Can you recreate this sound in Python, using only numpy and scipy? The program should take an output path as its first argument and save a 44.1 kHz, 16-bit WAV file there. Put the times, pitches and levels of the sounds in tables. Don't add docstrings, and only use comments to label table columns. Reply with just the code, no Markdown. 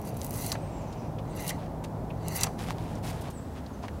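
import sys
import numpy as np
from scipy import signal
from scipy.fft import rfft, irfft
from scipy.io import wavfile
from scipy.ndimage import uniform_filter1d, map_coordinates

SR = 44100
rng = np.random.default_rng(int(sys.argv[2]) if len(sys.argv) > 2 else 0)


def master(y):
    cut = np.clip(np.atleast_2d(y).T, -1, 1)
    pcm = np.round(cut * 32767)
    wavfile.write(sys.argv[1], SR, pcm.astype(np.int16))


N = 176400

# frequency in Hz, relative level in dB.
BENCH_RUMBLE = [(15, -38), (25, -19), (42, 2.5), (70, -0.5), (110, 3.5), (200, -0.5), (400, -8),
                (650, -7.5), (900, -10.5), (1250, -22), (1750, -29.5), (2700, -38.5), (4000, -40.5),
                (7000, -43.5), (16000, -47)]
PILE_RUMBLE = [(25, -20), (70, 4), (160, -3), (250, -2), (373, -11), (550, -10.5), (887, -15.5),
               (1650, -27), (2300, -34.5), (5880, -40), (16000, -46)]
# time in seconds, firing rate in Hz, levels in dB at 2 and 3 times that rate.
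ENGINE_HUM = [(0, 52.43, -41, -75), (.6, 52.4, -42, -43.5), (1.3, 53.2, -51, -44), (2.0, 53.83, -42, -38.5),
              (2.7, 54.1, -43, -41), (3.28, 52.42, -42, -43), (3.33, 52.7, -54, -65)]
# time in seconds, level in dB.
RUSTLE_LEVELS = [(0, -63), (.6, -61), (.8, -59), (1.06, -61), (1.13, -74), (1.3, -78)]
# start and length in seconds, first and last pitch in Hz, relative level in dB.
WHISTLES = [(0.568, .14, 7850, 8700, -65.5), (0.7, 0.124, 7520, 7520, -63), (0.798, 0.031, 7650, 6265, -60),
            (0.864, 0.066, 6150, 5900, -67), (0.957, .09, 6150, 5800, -69), (.975, .06, 5300, 5070, -71),
            (1.303, .032, 9200, 7350, -60), (3.327, 0.072, 8820, 7500, -56), (3.731, .024, 6700, 6000, -62)]
# start and length in seconds, level in dB, treble boost in dB.
SCUFFS = [(1.556, .11, -53, -17), (1.837, 0.011, -45, -5), (2.576, 0.069, -43.5, -2.5),
          (2.65, 0.07, -44, -6), (2.71, .28, -52, -5), (3.021, 0.088, -42.5, 1), (3.109, 0.095, -49, -5.5),
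          (3.209, 0.012, -49, 15), (3.227, 0.059, -46.5, -13), (3.299, .012, -51.5, 34),
          (3.548, .04, -49, -25), (3.822, .03, -45, -23)]
# start in seconds, peak level in dB, treble lift in dB per octave.
TWIG_CRACKS = [(2.592, -25.5, 12), (2.6866, -23.5, 0), (2.7012, -27, 6), (2.7067, -16, -8),
               (2.7842, -29.5, 12), (3.8825, -31, 2)]
# pitch in Hz, width in Hz, relative level in dB.
TWIG_TONES = [(920, 380, 8), (1770, 500, -3), (3360, 900, -15)]
BLADE_TONES = [(1987, 26, 0.5), (2043, 140, 0), (2765, 180, -5), (2880, 130, -9), (4006, 200, -0.5),
               (4580, 200, 0.5), (5870, 100, 3), (6210, 140, 1.5), (6800, 180, -8), (7520, 130, -9)]
# start in seconds, level in dB, pitch in Hz, fade time in seconds,
# width as a share of the pitch.
KNOCKS = [(0.527, -34, 950, 0.0047, 0.45), (.5525, -23.5, 720, 0.0038, 0.37),
          (0.555, -42, 1800, 0.0062, 0.57), (0.925, -50.5, 4560, 0.0095, 0.82),
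          (1.186, -39, 560, .012, 0.13), (1.185, -48.5, 2583, 0.0095, 0.94), (1.493, -37, 3120, .008, 0.11),
          (1.501, -36.5, 2010, 0.012, 0.08), (1.843, -43.5, 2600, 0.0056, 0.15),
          (2.102, -44, 2590, 0.0075, 0.12), (2.436, -33, 718, 0.012, 1), (2.439, -34.5, 1860, 0.0075, 0.33),
          (2.468, -32, 700, 0.012, 1), (2.953, -48.5, 5800, 0.0048, 0.51), (3.283, -39, 684, 0.0089, 0.31),
          (3.662, -46.5, 4370, 0.0048, 0.26), (3.838, -38.5, 740, .014, 0.49),
          (3.882, -35, 1770, 0.004, 0.85)]
# start in seconds, relative levels of crack and splintering in dB,
# fade time in seconds, pitch in Hz.
SNAPS = [(.016, -33, -43, .002, 13100), (0.168, -33, -40, 0.0022, 12000), (.075, -31, -42, 0.0022, 11000),
         (0.2163, -20, -38.5, 0.0018, 6000), (0.245, -28, -31.5, 0.005, 12200),
         (0.266, -22, -38, .002, 12000), (.308, -30, -26.5, 0.0015, 13100), (.464, -18, -30, .002, 10000),
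         (0.5186, -24, -25, 0.0043, 5000), (0.525, -20, -27.5, 0.0022, 10000),
         (1.4785, -26, -25, .003, 9900), (1.4935, -19, -41, 0.0025, 5650), (1.504, -25, -39, .003, 5000),
         (1.8416, -31, -44, .002, 6990), (1.847, -38, -45, 0.0026, 4500), (2.2834, -16, -32.5, .0025, 9500),
         (2.4103, -19, -25, 0.0042, 7460), (2.4338, -4, -19, 0.0051, 7440)]
# frequency in Hz, relative level in dB.
RUSTLE_COLOUR = [(1000, -14), (2500, 8.5), (3400, -3.5), (6200, -2.5), (8000, -11), (16000, -23)]
LEAF_COLOUR = [(300, -38), (700, 8.5), (1200, -2), (2300, -4), (4000, -6.5), (7000, -10), (11000, -10),
               (16000, -17)]
TEAR_COLOUR = [(1000, -21), (3000, -16), (5000, -8), (7500, -10), (10000, -2), (12000, -2.5), (14000, -3.5)]
RASP_COLOUR = [(400, -3), (800, 14.5), (1400, 2.5), (2400, -2.5), (5000, -6), (7000, 0.5), (10000, -5),
               (16000, -33)]
FIBRE_PITCHES = [3260, 4620, 6600, 8150, 10300, 11840, 14800]
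# time it breaks in seconds, its pitch by then in Hz, boost at that
# pitch in dB, treble lift in dB per octave.
SHAVINGS = [(.5, 5240, 4.5, -1.5), (1.5, 9000, 4, -1), (2.43, 7600, 5, -0.5)]
# time in seconds, relative levels of rubbing and of tearing in dB.
PULLS = [
    [(0, -73, -66), (.08, -52.5, -52), (.125, -66, -68), (.17, -62, -57), (.245, -53, -50.5),
     (.295, -60, -56), (.335, -52, -45.5), (.465, -44.5, -42), (.51, -46.5, -48), (.55, -46.5, -60),
     (.575, -66, -80)],
    [(1.25, -65, -85), (1.345, -56.5, -73), (1.365, -50, -52), (1.39, -45.5, -62.5), (1.403, -46.5, -44),
     (1.435, -47.5, -52.5), (1.472, -45.5, -44), (1.497, -38.5, -38), (1.508, -40.5, -44),
     (1.518, -49, -69), (1.57, -61, -80)],
    [(2.15, -72, -85), (2.265, -52, -69), (2.322, -44, -51), (2.345, -45, -46), (2.364, -39.5, -35),
     (2.374, -41.5, -38), (2.395, -40, -51), (2.408, -39, -41), (2.425, -37, -46), (2.443, -32.5, -38),
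     (2.452, -45, -59), (2.47, -38, -57.5), (2.484, -71, -76)],
]
# relative level in dB, then treble lift in dB per octave.
BLADE_RING_DB = [-2, -2, -2.5]
BLADE_TILT_DB = [-1, -5.5, -4.5]


def gain(db):
    return 10 ** (np.asarray(db) / 20)


def unit(x):
    return x / np.sqrt(np.mean(x ** 2) + 1e-20)


def curve(rows, column, outside=-120):
    rows = np.array(rows, float)
    return np.interp(np.arange(N) / SR, rows[:, 0], rows[:, column], outside, outside)


def colour(x, points):
    hz, db = np.array(points, float).T
    bin_hz = np.maximum(np.arange(N // 2 + 1) * SR / N, 1)
    bin_db = np.interp(np.log(bin_hz), np.log(hz), db)
    return unit(irfft(rfft(x) * gain(bin_db), N))


def resonate(x, hz, width):
    g, k = np.tan(np.pi * min(hz, .45 * SR) / SR), width / hz
    return signal.lfilter([g * k, 0, -g * k], [1 + g * k + g * g, 2 * (g * g - 1), 1 - g * k + g * g], x)


def wobble(per_s):
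    step = int(SR / per_s)
    stairs = np.repeat(rng.standard_normal(N // step + 1), step)
    return unit(uniform_filter1d(stairs, step)[:N])


def detune(x, share, per_s):
    lag = signal.lfilter([1], [1, -np.exp(-per_s / SR)], share * wobble(per_s))
    return map_coordinates(x, [np.arange(N) + lag], mode="mirror")


def clicks(per_s, scatter_db):
    chance = np.minimum(per_s / SR, 1)
    size = gain(scatter_db * np.minimum(rng.exponential(size=N), 4))
    return unit((rng.random(N) < chance) * size * rng.choice([-1, 1], N) / np.sqrt(chance))


def add(out, start, x):
    i = int(np.clip(start * SR, 0, N - 1))
    out[i:i + len(x)] += x[:N - i]


def tree_echo(x, fade_s=0.65):
    t = np.arange(SR) / SR
    tail = rng.standard_normal(SR) * gain(-60 * t / fade_s) * np.minimum(t / .02, 1)
    return signal.fftconvolve(x, tail / np.linalg.norm(tail))[:N]


def rumble(move_s=3.3):
    moved = np.clip((np.arange(N) / SR - move_s) * 100, 0, 1)
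    bench = gain(-36) * colour(rng.standard_normal(N), BENCH_RUMBLE)
    pile = gain(-38.5) * colour(rng.standard_normal(N), PILE_RUMBLE)
    return np.sqrt(1 - moved) * bench + np.sqrt(moved) * pile


def engine():
    firing_hz = curve(ENGINE_HUM, column=1, outside=0) * (1 + 0.016 * wobble(14))
    phase = 2 * np.pi * np.cumsum(firing_hz) / SR
    return sum(gain(curve(ENGINE_HUM, column=k) + 1.15 * wobble(12)) * np.sin(k * phase) for k in (2, 3))


def rustle():
    return gain(curve(RUSTLE_LEVELS, column=1)) * colour(rng.standard_normal(N), RUSTLE_COLOUR)


def birds():
    out, waver = np.zeros(N), 1 + .017 * wobble(900)
    for start, length, from_hz, to_hz, db in WHISTLES:
        progress = np.linspace(0, 1, int(length * SR))
        hz = (to_hz + (from_hz - to_hz) * (1 - progress) ** 1.4) * waver[:len(progress)]
        swell = 2 * np.sqrt(2 * progress * (1 - progress))
        add(out, start, gain(db) * swell * np.sin(2 * np.pi * np.cumsum(hz) / SR))
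    song = out * gain(3 * wobble(100))
    return song + gain(-4.5) * tree_echo(song)


def leaf_scuffs(rise_share=0.31, fade_s=.01, treble_hz=5000):
    t, out = np.arange(N) / SR, 0
    leaves = sum(resonate(clicks(1400, scatter_db=3.5), hz, hz / 2) for hz in np.geomspace(600, 14000, 10))
    crackle = colour(leaves, LEAF_COLOUR)
    low = signal.sosfiltfilt(signal.butter(1, treble_hz, fs=SR, output="sos"), crackle)
    for start, length, db, treble_db in SCUFFS:
        rise = np.clip((t - start) / (rise_share * length), 0, 1)
        fade = np.exp(-np.maximum(t - start - length, 0) / fade_s)
        out += gain(db) * rise * fade * unit(low + gain(treble_db) * (crackle - low))
    return out


def twigs():
    out, click = np.zeros(N), signal.unit_impulse(SR // 20)
    for start, peak_db, tilt_db in TWIG_CRACKS:
        body = sum(gain(db + tilt_db * np.log2(hz)) * resonate(click, hz, width)
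                   for hz, width, db in TWIG_TONES)
        add(out, start, gain(peak_db) * body / np.abs(body).max())
    return out


def knocks(rise_s=0.00072):
    out, t = np.zeros(N), np.arange(SR // 10) / SR
    for start, db, hz, fade_s, width_share in KNOCKS:
        tone = resonate(rng.standard_normal(len(t)), hz, hz * width_share)
        body = unit(resonate(tone, hz, hz * 1.06))
        shape = np.sqrt(2) * (1 - np.exp(-t / rise_s)) * np.exp(-t / fade_s)
        add(out, start, gain(db) * shape * body)
    return out


def snaps():
    out, t = np.zeros(N), np.arange(SR // 10) / SR
    click = signal.unit_impulse(len(t))
    for start, crack_db, splinter_db, fade_s, hz in SNAPS:
        crack = resonate(resonate(click, hz, hz * 1.4), hz, hz * 1.4)
        hiss = resonate(rng.standard_normal(len(t)), hz, width=hz)
        splinters = unit(resonate(hiss, hz, hz * 4)) * np.exp(-t / fade_s)
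        add(out, start, gain(crack_db) * crack / np.abs(crack).max() + gain(splinter_db) * splinters)
    blade_ring = sum(gain(db) * resonate(out, hz, width) for hz, width, db in BLADE_TONES)
    return gain(-1.5) * out + gain(-5.5) * blade_ring


def tearing_fibres(fall_octaves_per_s=9, fastest_from_db=-44):
    t, fibres = np.arange(N) / SR, 0
    levels = np.array([curve(pull, column=2) for pull in PULLS])
    tear_db, current_pull = levels.max(axis=0), levels.argmax(axis=0)
    break_s, break_hz, ring_db, tilt_db = np.array(SHAVINGS, float)[current_pull].T
    ring_octave = np.log2(break_hz) + np.minimum(fall_octaves_per_s * (break_s - t), 1)
    breaks_per_s = 1500 * np.clip(gain(tear_db - fastest_from_db), .1, 1)
    for hz in FIBRE_PITCHES:
        near_ring = np.exp(-(np.log2(hz) - ring_octave) ** 2)
        boost_db = tilt_db * np.log2(hz / np.median(FIBRE_PITCHES)) + ring_db * near_ring
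        fibres += gain(boost_db) * resonate(clicks(breaks_per_s, scatter_db=5), hz, hz * 0.29)
    flutter = gain(1.5 * wobble(250))
    return gain(tear_db - 0.7) * colour(fibres * flutter, TEAR_COLOUR)


def drawknife():
    slips = clicks(5500, scatter_db=3) * gain(0.5 * wobble(120))
    tones, out = [], 0
    for hz, width, db in BLADE_TONES:
        level = gain(db + 1.5 * wobble(25.14))
        tones.append((hz, level * detune(resonate(slips, hz, width), share=0.0037, per_s=35)))
    rasp = gain(-2) * colour(slips, RASP_COLOUR)
    for pull, ring_db, tilt_db in zip(PULLS, BLADE_RING_DB, BLADE_TILT_DB):
        blade = unit(sum(gain(tilt_db * np.log2(hz)) * tone for hz, tone in tones))
        out += gain(curve(pull, column=1)) * (rasp + gain(ring_db) * blade)
    return out


def scene():
    work = drawknife() + tearing_fibres() + snaps() + knocks() + leaf_scuffs() + twigs()
    mono = work + gain(-26.5) * tree_echo(work) + birds() + rumble() + engine() + rustle()
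    return np.array([mono, mono])


def record(dry):
    low_pass = signal.firwin(255, 15900, fs=SR)
    return signal.fftconvolve(dry, low_pass[None], mode="same", axes=1)


dry = scene()
out = record(dry)
master(out)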